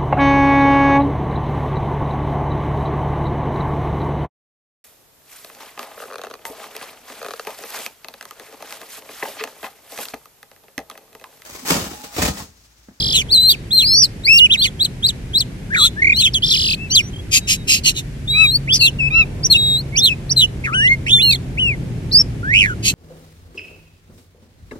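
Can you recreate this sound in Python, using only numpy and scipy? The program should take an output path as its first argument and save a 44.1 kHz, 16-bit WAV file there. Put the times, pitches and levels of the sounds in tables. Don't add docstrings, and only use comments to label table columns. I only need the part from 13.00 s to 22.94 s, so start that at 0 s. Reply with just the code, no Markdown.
import sys
import numpy as np
from scipy import signal
from scipy.fft import rfft, irfft, next_fast_len
from scipy.io import wavfile
from scipy.ndimage import uniform_filter1d, minimum_filter1d, map_coordinates

SR = 44100
rng = np.random.default_rng(int(sys.argv[2]) if len(sys.argv) > 2 else 0)


def unload_audio(sound):
    columns = np.transpose(np.atleast_2d(sound))
    steps = np.round(np.clip(columns, -1, 1) * 32767)
    wavfile.write(sys.argv[1], SR, steps.astype(np.int16))


N = 438354
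T = np.arange(N) / SR


def amp(db):
    return 10 ** (np.asarray(db) / 20)


def unit(x):
    return x / np.sqrt(np.mean(x ** 2) + 1e-20)


def along(points, hz):
    frequency, value = np.transpose(points)
    return np.interp(np.log(hz + 1), np.log(frequency + 1), value)


def curves(rows, t):
    at, *columns = np.transpose(rows)
    return [np.interp(t, at, column) for column in columns]


def stretch(start, end, fade=.002):
    i = np.flatnonzero((T > start - fade) & (T < end + fade))
    to_edge = np.minimum(T[i] - start + fade, end + fade - T[i])
    return i, np.clip(to_edge / (2 * fade), 0, 1)


def span(start, length):
    i, _ = stretch(start, start + length)
    return i, T[i] - start


def wobble(t, rate):
    at = np.arange(len(t)) * rate / SR
    knots = rng.standard_normal(int(len(t) * rate / SR) + 4)
    return map_coordinates(knots, [at + 1])


def filtered(x, response):
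    m = next_fast_len(N + SR // 4)
    return irfft(rfft(x, m) * response(np.fft.rfftfreq(m, 1 / SR)), m)[..., :N]


def noise(spectrum):
    return unit(filtered(rng.standard_normal(N), lambda hz: amp(along(spectrum, hz))))


def tone(hz, partials, pure_hz=4700):
    phase = 2 * np.pi * np.cumsum(hz) / SR
    richness = 1 / (1 + (hz / pure_hz) ** 10)
    total = 0
    for multiple, db in partials:
        below_nyquist = multiple * hz < SR / 2
        strength = richness if round(multiple) > 1 else 1
        total = total + amp(db) * np.sin(round(multiple) * phase) * below_nyquist * strength
    return np.sqrt(2) * total


def flanks(t, attack, hold, release):
    coming = np.clip(1 - t / max(attack, 1 / SR), 0, 1)
    going = np.clip((t - attack - hold) / max(release, 1 / SR), 0, 1)
    return coming, going


def swell(t, loudest, length, flatness):
    return sum(flanks(t, loudest, 0, length - loudest)) ** flatness


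# (side, start [s], glide in [s], hold [s], glide out [s], first pitch [Hz],
# held pitch [Hz], drifted to [Hz], last pitch [Hz], level [dB], utmost roughness [0-1])
WHISTLE_NOTES = [ ("high", 0, .002, .135, .01, 4235, 4235, 4100, 4000, -18, .1),
                 ("high", .707, .028, .055, .015, 3330, 4220, 4100, 3860, -12.5, .1),
                 ("low", 1.266, .032, .155, .018, 1960, 2600, 2980, 2300, -8.5, .2),
                 ("low", 3.018, .005, .105, .008, 2050, 2100, 2380, 2010, -10, 0),
                 ("high", 3.421, .085, .237, .008, 4100, 4430, 3600, 3410, -16.5, .4),
                 ("low", 5.803, .02, .055, .012, 2900, 2680, 2720, 2950, -12, 0),
                 ("low", 5.987, .028, .063, .012, 2860, 2560, 2580, 2650, -15.5, 0),
                 ("high", 6.54, .025, .19, .06, 3500, 3810, 3800, 4450, -16, 0),
                 ("high", 7.725, .025, .118, .018, 1960, 3040, 2760, 3780, -17.5, 0),
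                 ("low", 8.175, .05, .085, .046, 1620, 3030, 2620, 1930, -19.5, 0),
                 ("low", 8.572, .03, .07, .078, 1970, 3060, 2740, 1950, -17, 0), ]
GLIDE_BEND, GLIDE_EDGE_DB, GLIDE_FADE = 1.3, 16, 2.1


def whistles():
    for side, start, attack, hold, release, first, held, drifted, last, db, rough in WHISTLE_NOTES:
        length = attack + hold + release
        _, t = span(start, length)
        coming, going = flanks(t, attack, hold, release)
        hz = np.interp(t, [attack, attack + hold], [held, drifted])
        hz += (first - held) * coming ** GLIDE_BEND + (last - drifted) * going ** GLIDE_BEND
        level_db = db - GLIDE_EDGE_DB * (coming + going) ** GLIDE_FADE
        yield side, start, length, hz, level_db, rough


# (side, start [s], time to the turn [s], time after it [s], first pitch [Hz],
# turn pitch [Hz], last pitch [Hz], level [dB], loudest after [s], utmost roughness [0-1])
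SLUR_NOTES = [ ("high", .12, .045, .06, 4400, 3900, 2200, -12.5, .05, 1),
              ("low", .122, .035, .03, 3500, 3000, 2600, -17, .036, 1),
              ("low", .48, .017, .025, 4340, 3940, 3200, -6, .017, .4),
              ("low", .768, .04, .037, 4450, 3550, 2180, -13, .018, .37),
              ("low", .848, .085, .079, 4000, 4300, 4980, -12, .135, 0),
              ("low", 1.497, .031, .036, 2500, 3750, 1850, -9.5, .027, .5),
              ("high", 1.57, .07, .05, 3700, 4600, 3250, -16, .035, .7),
              ("low", 1.61, .023, .041, 2860, 3800, 1940, -12.5, .023, .75),
              ("high", 2.765, .085, .036, 3750, 4080, 3500, -9, .083, .6),
              ("low", 2.795, .055, .025, 3330, 3480, 3300, -13, .055, .67),
              ("low", 2.963, .036, .016, 1580, 1830, 1870, -23, .036, 0),
              ("high", 3.13, .065, .037, 3470, 4490, 3200, -13, .085, .5),
              ("low", 3.162, .043, .03, 2800, 3250, 2650, -19, .062, .5),
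              ("high", 3.226, .014, .042, 3400, 3750, 2060, -10, .014, .6),
              ("low", 3.25, .025, .019, 3000, 3250, 3100, -13.5, .016, .4),
              ("high", 3.335, .014, .038, 5770, 3400, 3000, -12.5, .019, .44),
              ("low", 3.422, .02, .022, 2900, 3550, 3600, -12, .022, .3),
              ("low", 3.5, .024, .044, 4700, 3650, 2300, -12.5, .022, .4),
              ("low", 3.76, .07, .057, 2520, 2670, 2570, -32, .07, 0),
              ("high", 3.897, .031, .009, 3900, 4610, 4770, -20, .029, 0),
              ("low", 3.905, .035, .017, 2710, 3190, 3160, -19, .044, 0),
              ("high", 3.946, .022, .046, 5300, 3700, 2200, -6.5, .013, .48),
              ("low", 5.675, .04, .035, 1900, 3350, 3600, -13.5, .056, .3),
              ("high", 5.722, .02, .04, 4700, 5430, 4800, -11, .022, .95),
              ("high", 5.79, .058, .051, 4490, 4200, 2810, -10.5, .05, .45),
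              ("high", 6.432, .028, .013, 4500, 6170, 5000, -12, .028, .65),
              ("high", 6.5, .022, .024, 4370, 4250, 3400, -5, .022, .25),
              ("low", 6.542, .016, .016, 2700, 2800, 2600, -10, .014, .2),
              ("high", 6.959, .023, .028, 4160, 6150, 4900, -13, .022, .4),
              ("high", 7.022, .022, .048, 4010, 4240, 3100, -8, .036, .1),
              ("high", 7.294, .027, .012, 3870, 5960, 4370, -13.5, .026, .3),
              ("high", 7.363, .035, .052, 4170, 3950, 2900, -8, .018, .25),
              ("low", 7.406, .022, .032, 3090, 2990, 2870, -11, .024, .3),
              ("low", 9.112, .018, .01, 3600, 5300, 5900, -20, .015, 0), ]
SLUR_BEND, SLUR_EDGE_DB, SLUR_SWELL = 1.2, 16, 2.2


def slurs():
    for side, start, to_turn, after, first, turn, last, db, loudest, rough in SLUR_NOTES:
        length = to_turn + after
        _, t = span(start, length)
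        coming, going = flanks(t, to_turn, 0, after)
        hz = turn + (first - turn) * coming ** SLUR_BEND + (last - turn) * going ** SLUR_BEND
        level_db = db - SLUR_EDGE_DB * swell(t, loudest, length, SLUR_SWELL)
        yield side, start, length, hz, level_db, rough


# (side, [(time [s], pitch [Hz], level [dB]), ...])
WINDING_NOTES = [ ("high", [(.285, 3010, -40), (.328, 4675, -8), (.345, 4180, -8.5), (.38, 3923, -9.5),
                 (.47, 4133, -11), (.5, 4450, -14), (.517, 4690, -2), (.525, 3670, -18.5),
                 (.553, 2160, -31)]), ("high", [(.795, 3860, -18), (.84, 4240, -14), (.88, 4950, -15),
                 (.975, 5790, -18), (1.015, 5770, -12), (1.04, 4730, -5), (1.066, 3840, -26.5)]),
                 ("high", [(1.235, 3704, -38), (1.26, 4480, -12.5), (1.285, 5180, -22),
                 (1.374, 5550, -14.5), (1.398, 3200, -10)]), ("low", [(2.704, 1500, -32), (2.75, 2060, -13),
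                 (2.79, 1330, -22.5), (2.82, 1150, -29), (2.862, 1410, -29)]), ("high", [(5.277, 3550, -23),
                 (5.31, 3860, -16.5), (5.4, 3927, -18.5), (5.495, 3807, -15), (5.53, 4260, -20),
                 (5.562, 4483, -9.5), (5.574, 4620, -23)]), ("low", [(6.922, 2120, -42), (6.96, 2320, -24),
                 (6.99, 3450, -16.5), (7.045, 3850, -17), (7.098, 2630, -20), (7.128, 2560, -16.5),
                 (7.146, 2530, -35)]), ("low", [(7.638, 2200, -31), (7.652, 2400, -21), (7.68, 1550, -26.5),
                 (7.712, 1200, -30.5), (7.75, 1500, -21), (7.8, 1630, -22), (7.855, 1990, -13),
                 (7.925, 2160, -10), (7.952, 2110, -25)]), ("high", [(8.063, 2200, -24), (8.112, 3380, -16),
                 (8.135, 3600, -3.5), (8.213, 3455, -16), (8.23, 4200, -13), (8.308, 4290, -11),
                 (8.34, 4050, -12), (8.367, 3540, -31)]), ("high", [(9.127, 4210, -22), (9.155, 4770, -5),
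                 (9.174, 4925, -5), (9.19, 5440, -10.5), (9.213, 5440, -8), (9.228, 5330, -41)]),
                 ("low", [(9.43, 1380, -32), (9.49, 1730, -20), (9.52, 2000, -17), (9.55, 2500, -14.5),
                 (9.6, 2900, -15), (9.665, 1850, -25), (9.7, 1490, -24), (9.738, 1400, -33.5)]), ]
WINDING_ROUGH = .27


def winding():
    for side, points in WINDING_NOTES:
        start, length = points[0][0], points[-1][0] - points[0][0]
        _, t = span(start, length)
        hz, db = curves(points, start + t)
        yield side, start, length, hz, db, WINDING_ROUGH


# (start [s], length [s], upward flick [Hz], level [dB])
CHIP_NOTES = [(1.793, .075, 450, -11), (2.025, .085, 750, -10), (2.333, .097, 1100, -10.5)]
# (time [share of the length], pitch [Hz], level [dB relative to the chip])
CHIP_SHAPE = [(0, 3080, -22), (.21, 3720, -2), (.49, 4100, 0), (.64, 4300, -15), (.78, 4050, 0),
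              (1, 2950, -20)]
FLICK_AT, FLICK_WIDTH = .64, .09
CHIP_ROUGH = .5


def chips():
    for start, length, flick_hz, db in CHIP_NOTES:
        share = span(start, length)[1] / length
        hz, shape_db = curves(CHIP_SHAPE, share)
        flick = flick_hz * np.exp(-((share - FLICK_AT) / FLICK_WIDTH) ** 2)
        yield "high", start, length, hz + flick, db + shape_db, CHIP_ROUGH


# (start [s], end [s], first pitch [Hz], last pitch [Hz], level [dB])
FAINT_STRANDS = [(3.16, 3.21, 5600, 6400, -35), (3.91, 3.958, 5610, 6750, -20),
                 (4.008, 4.094, 5320, 6300, -41), (4.137, 4.145, 3300, 3120, -33),
                 (4.163, 4.168, 3140, 3230, -30), (4.19, 4.204, 3240, 3350, -35),
                 (4.41, 4.48, 3870, 3800, -43), (4.494, 4.637, 3900, 3800, -46)]
# (multiple of the pitch, level [dB])
HIGH_OVERTONES = [(1, 0), (2, -22.5), (3, -27)]


def faint_strands():
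    strands = np.zeros(N)
    for start, end, first_hz, last_hz, db in FAINT_STRANDS:
        i, gate = stretch(start, end, fade=0.0077)
        hz = np.linspace(first_hz, last_hz, len(i)) * (1 + 0.0061 * wobble(i, 90))
        strands[i] += gate * amp(db) * tone(hz, HIGH_OVERTONES)
    return strands


# (start [s], length [s], loudest after [s], low band [Hz], high side at first [Hz],
# low band [dB], high side [dB], hiss [dB]), the levels before the trims in rasps()
RASP_CALLS = [(4.312, .084, .05, 2540, 5000, -19, -12.5, -11),
              (4.47, .097, .04, 2680, 5500, -21, -18.5, -16),
              (4.672, .128, .035, 2710, 5200, -16, -15.5, -17),
              (4.835, .087, .042, 2870, 4550, -17, -12, -18), (4.94, .076, .048, 2850, 4050, -34, -23, -30),
              (9.826, .099, .058, 2600, 4750, -25, -16.5, -17)]
# (multiple of the pitch, level [dB])
SCOLD_HARMONICS = [(2, 3), (3, -3.5), (4, -3.5), (5, -11), (6, -11.5), (7, -26), (9, -22), (10, -38)]
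RASP_SAG, RASP_EDGE_DB, RASP_SWELL = .13, 25, 2.4


def rasps(low_jitter=0.038, high_jitter=.045, jitter_rate=1000, shimmer_db=5,
          low_db=-1, high_db=-2, hiss_db=1):
    voice, stir = np.zeros((2, N))
    for start, length, loudest, low_hz, first_hz, low, high, hiss in RASP_CALLS:
        i, gate = stretch(start, start + length)
        t = T[i] - start
        gate = gate * amp(-RASP_EDGE_DB * swell(t, loudest, length, RASP_SWELL))

        def flutter(hz, partials):
            return unit(tone(hz, partials) * amp(shimmer_db * wobble(i, 600.5)))

        deep_hz = low_hz / 2 * (1 + low_jitter * wobble(i, jitter_rate))
        deep = sum(amp(db) * flutter(deep_hz, [(multiple, 0)]) for multiple, db in SCOLD_HARMONICS)
        sinking_hz = first_hz * (1 - RASP_SAG * t / length)
        shrill = flutter(sinking_hz * (1 + high_jitter * wobble(i, jitter_rate)), HIGH_OVERTONES)
        voice[i] = gate * (amp(low + low_db) * deep + amp(high + high_db) * shrill)
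        stir[i] = gate * amp(hiss + hiss_db)
    return voice, stir


# (start [s], length [s], top pitch [Hz], level [dB])
HOOT_NOTES = [(5.332, .14, 1300, -7), (6.103, .138, 1350, -7.5)]
HOOT_TOP, HOOT_LOUDEST = .6, .74
HOOT_DROOP, HOOT_EDGE_DB = .12, 21


def hoots():
    for start, length, top_hz, db in HOOT_NOTES:
        _, t = span(start, length)
        hz = top_hz * (1 - HOOT_DROOP * swell(t, HOOT_TOP * length, length, 2))
        level_db = db - HOOT_EDGE_DB * swell(t, HOOT_LOUDEST * length, length, 2.6)
        yield "low", start, length, hz, level_db, 0


BREAK_PER_S, BREAK_S = 1.5, .02


def breaking(hz, late=.6):
    fall_per_s = -np.gradient(np.log(hz)) * SR
    falling = np.clip(fall_per_s / BREAK_PER_S, 0, 1) ** 2
    smooth = uniform_filter1d(falling, size=max(int(BREAK_S * SR), 1))
    return smooth * np.linspace(0, 1, len(hz)) ** late


# (side, start [s], end [s], first rate [per s],
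# last rate [per s], pitch swing either way [Hz], dip on each upswing [dB], negative for a boost)
TRILL_SPANS = [("high", 0, .144, 51, 44, 1040, 6), ("high", 1.02, 1.056, 67, 90, 398, -.5),
               ("low", 2.733, 2.781, 48.8, 47.2, 352, 2), ("high", 2.765, 2.872, 150, 100, 190, 3),
               ("low", 3.023, 3.136, 40.3, 38, 128, 36), ("high", 3.424, 3.754, 49.5, 41.7, 1164, 2.5),
               ("high", 5.736, 5.776, 95, 110, 560, 3), ("high", 5.799, 5.875, 110, 96, 221, -2),
               ("high", 6.527, 6.552, 92, 120, 220, 2), ("high", 7.05, 7.09, 110, 120, 228, 2),
               ("high", 7.393, 7.44, 89.5, 157, 130, 2), ("low", 7.64, 7.699, 141, 144.6, 294, -5.5),
               ("high", 8.06, 8.117, 70, 80, 390, -3), ("high", 8.307, 8.362, 50, 39, 447, 18),
               ("low", 9.535, 9.668, 102.6, 97.1, 310, -13.5)]
# (multiple of the pitch, level [dB])
HOLLOW_HARMONICS = [(1, -24), (2, -1), (3, -19), (4, -33.5), (5, -41)]
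TRILL_ROUGH, CLEAN_HISS = .45, .03


def syrinx(side, partials, jitter=0.0832, jitter_rate=500, shimmer_db=2.0, pressed_db=-13, hollow_hz=1500):
    swing, dip, shaken, voice, stir = np.zeros((5, N))

    def own(rows):
        return [row[1:] for row in rows if row[0] == side]

    for start, end, first, last, swing_hz, dip_db in own(TRILL_SPANS):
        i, gate = stretch(start, end)
        beat = 2 * np.pi * np.cumsum(np.linspace(first, last, len(i))) / SR
        swing[i], shaken[i] = swing_hz * np.cos(beat) * gate, gate
        dip[i] = dip_db * np.maximum(-np.sin(beat), 0) ** 2 * gate

    notes = [*slurs(), *whistles(), *chips(), *hoots(), *winding()]
    for start, length, hz, db, roughness in own(notes):
        i, gate = stretch(start, start + length)
        rough = np.clip(roughness * np.maximum(breaking(hz), TRILL_ROUGH * shaken[i]), 0, 1)
        flutter = jitter * rough * wobble(i, jitter_rate)
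        pitch = (hz + swing[i]) * (1 + flutter + 0.0025 * wobble(i, 121))
        level = gate * amp(db - dip[i] + shimmer_db * rough * wobble(i, 400))
        whistle = tone(pitch, HOLLOW_HARMONICS if hz.max() < hollow_hz else partials)
        pressed = rough * tone(pitch, [(2, pressed_db)])
        voice[i] += level * (whistle + pressed)
        stir[i] += level * (rough + CLEAN_HISS + np.abs(swing[i]) / 6000)
    return voice, stir


# (multiple of the pitch, level [dB])
LOW_SIDE_OVERTONES = [(1, 1), (2, -32.5), (3, -35.5)]
# (frequency [Hz], relative density [dB per Hz])
BREATH_SPECTRUM = [(710, -62.5), (1200, -21), (1290, -44), (2030, -7), (2260, -10.5), (2650, 0), (3100, 1),
                   (3950, -12), (5470, -9), (6620, 2.5), (8000, -10.5), (10900, -16), (13300, -21),
                   (14300, -31), (14900, -51)]


def bird(sum_db=-10, cross_db=-3, breath_db=-11):
    high, high_stir = syrinx("high", HIGH_OVERTONES)
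    low, low_stir = syrinx("low", LOW_SIDE_OVERTONES, jitter=0.115, jitter_rate=520, shimmer_db=2,
                           pressed_db=-15)
    harsh, harsh_stir = rasps()
    mixed = amp(sum_db) * high * low + amp(cross_db) * high * low * (high + low)
    throat = [(1200, -47.5), (2600, -7), (6000, -9), (14000, 9.5)]  # (Hz, dB)
    mixed = filtered(mixed, lambda hz: amp(along(throat, hz)))
    breath = unit(noise(BREATH_SPECTRUM) * amp(1.95 * wobble(T, 600)))
    hiss = breath * (amp(breath_db) * (high_stir + low_stir) + harsh_stir)
    return high + low + harsh + mixed + hiss + faint_strands()


# (frequency [Hz], left lead [rad])
PORT_LEAD = [(1200, 1.83), (1900, 2.5), (2600, 1.6856), (3100, 4.5), (4000, 5), (4500, 8.5), (5400, 7),
             (8000, 11.5), (15000, 19.5)]
# (frequency [Hz], left minus right [dB])
PORT_BALANCE = [(1200, 5), (1750, 2.5), (2250, -5), (2550, 5), (2900, -2), (3400, -1.5), (4200, 2.5),
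                (4700, 3), (5500, -1.5), (8000, 8), (12000, 1)]
# (left delay [ms], left level [dB], right delay [ms], right level [dB])
CAGE_REFLECTIONS = [(1.298, -42.5, 2.1, -12.5), (3.398, -20.5, 4.1, -13), (6.1, -14.5, 7.9, -17)]


def ports(x):
    def response(hz):
        def port(sign):
            return amp(sign * along(PORT_BALANCE, hz) / 2) * np.exp(sign * .5j * along(PORT_LEAD, hz))

        def echo(ms, db):
            return amp(db) * np.exp(-2j * np.pi * hz * ms / 10 ** 3)

        direct = np.array([port(1), port(-1)])
        echoes = sum(np.array([echo(*row[:2]), echo(*row[2:])]) for row in CAGE_REFLECTIONS)
        return direct * (1 + echoes)
    return filtered(x, response)


# (time [s], left minus right [dB])
HEAD_TURNS = [(.3, -1), (1.2, 0), (1.7, -1.5), (2.2, 0.5), (2.8, 1), (3.6, -0.5), (4.3, 1.5), (4.8, -2.5),
              (5.4, 1), (5.8, 1), (6.1, -2.5), (6.6, 0.5), (7.2, -3), (7.8, 1.5), (8.25, -4), (8.65, 4),
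              (9.2, -3.5), (9.7, -3)]


def facing():
    turn_db, = curves(HEAD_TURNS, T)
    return amp(np.array([turn_db, -turn_db]) / 2)


def diffuse(x, decay):
    hz, t, z = signal.stft(rng.standard_normal((2, SR // 2)), SR, nperseg=128)
    dying = z * amp(-60 * t / along(decay, hz)[:, None])
    tail = signal.istft(dying, SR, nperseg=128)[1]
    return signal.fftconvolve(x[None], tail / np.linalg.norm(tail[0]), axes=1)[:, :N]


# (frequency [Hz], time to fall 60 dB [s])
BAR_DECAY = [(1000, .03), (4000, 0.054), (12000, 0.045)]


def cage_bars(song):
    scattered = [(2000, -32), (4500, -20.5), (8000, -0.5), (13000, 4)]  # (Hz, dB)
    return filtered(diffuse(song, BAR_DECAY), lambda hz: amp(along(scattered, hz)))


# (frequency [Hz], time to fall 60 dB [s])
YARD_DECAY = [(1000, 0.26), (4000, 0.36), (12000, 0.096)]


def houses(song):
    return amp(-35) * diffuse(song, YARD_DECAY)


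# (frequency [Hz], left-right correlation [-1 to 1])
LIKENESS = [(50, 1), (125, 0.94), (250, 0.89), (500, 0.66), (1000, 0), (8000, 0.059)]


def rush(spectrum):
    def response(hz):
        turn = np.arccos(np.clip(along(LIKENESS, hz), -1, 1)) / 2
        return amp(along(spectrum, hz)) * np.array([np.cos(turn), np.sin(turn)])
    mid, side = filtered(rng.standard_normal((2, N)), response)
    return unit(np.array([mid + side, mid - side]))


# (time [s], rumble [dB], engines [dB], tyres [dB])
TRAFFIC_LEVELS = [(0, -29, -29.5, -43), (.6, -36, -34.5, -48.5), (2, -32.5, -32.5, -48.5),
                  (3.5, -32, -31, -48.5), (5.3, -31, -32, -49.5), (6.2, -28, -29, -43),
                  (7.4, -32, -31.5, -45.5), (8.9, -28.5, -28, -44.5), (9.94, -29.5, -28, -46.5)]
# (frequency [Hz], relative density [dB per Hz])
RUMBLE_SPECTRUM = [(12, -52), (20, -15), (38, 2), (70, 0.5), (120, 0), (160, -30), (260, -120)]
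ENGINE_SPECTRUM = [(59, -35), (100, -7), (140, -1.5), (210, -7), (400, -16.5), (520, -49), (880, -120)]
TYRE_SPECTRUM = [(250, -34.5), (380, 2.5), (600, -4.5), (1000, -11.5), (2000, -27), (5000, -38.5),
                 (12000, -61.5)]
# (time [s], pitch [Hz], level before trim and harmonics [dB])
PASSING_ENGINE = [(4.8, 139.3, -42.5), (5.7, 136.8, -30.5), (6.3, 139, -33.5), (7.5, 131.7, -34.5),
                  (8.4, 131.1, -32), (9.2, 118.3, -36), (9.94, 112, -31)]


def road(rumble_db=0, engines_db=-1, tyres_db=3, drone_db=-2):
    rumble, engines, tyres = curves(TRAFFIC_LEVELS, T)
    out = amp(rumble + rumble_db) * rush(RUMBLE_SPECTRUM)
    out += amp(engines + engines_db) * rush(ENGINE_SPECTRUM)
    out += amp(tyres + tyres_db + 0.2 * wobble(T, 4.6)) * rush(TYRE_SPECTRUM)

    i, gate = stretch(PASSING_ENGINE[0][0], PASSING_ENGINE[-1][0], fade=.1)
    hz, db = curves(PASSING_ENGINE, T[i])
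    level = gate * amp(db + drone_db + 1.3 * wobble(i, 9))
    out[:, i] += level * tone(hz * (1 + 0.01393 * wobble(i, 14)), [(1, 4.5), (2, -22)])
    return out


# (frequency [Hz], relative density [dB per Hz])
AIR_SPECTRUM = [(900, -16), (1600, -2.5), (2300, -2), (4000, -10), (6000, -12), (11000, -16.5),
                (12500, -19.5), (15000, -42)]


def open_air():
    return amp(-46) * rush(AIR_SPECTRUM)


def scene():
    song = bird()
    near = ports(song) * facing()
    return near + cage_bars(song) + houses(song) + road() + open_air()


TOP_HZ = 14350


def record(dry):
    sound = filtered(dry, lambda hz: 1 / (1 + (hz / TOP_HZ) ** 250))
    needed_gain = 1 / np.maximum(np.abs(sound).max(axis=0), 1)
    return sound * uniform_filter1d(minimum_filter1d(needed_gain, size=180), size=130)


dry = scene()
out = record(dry)
unload_audio(out)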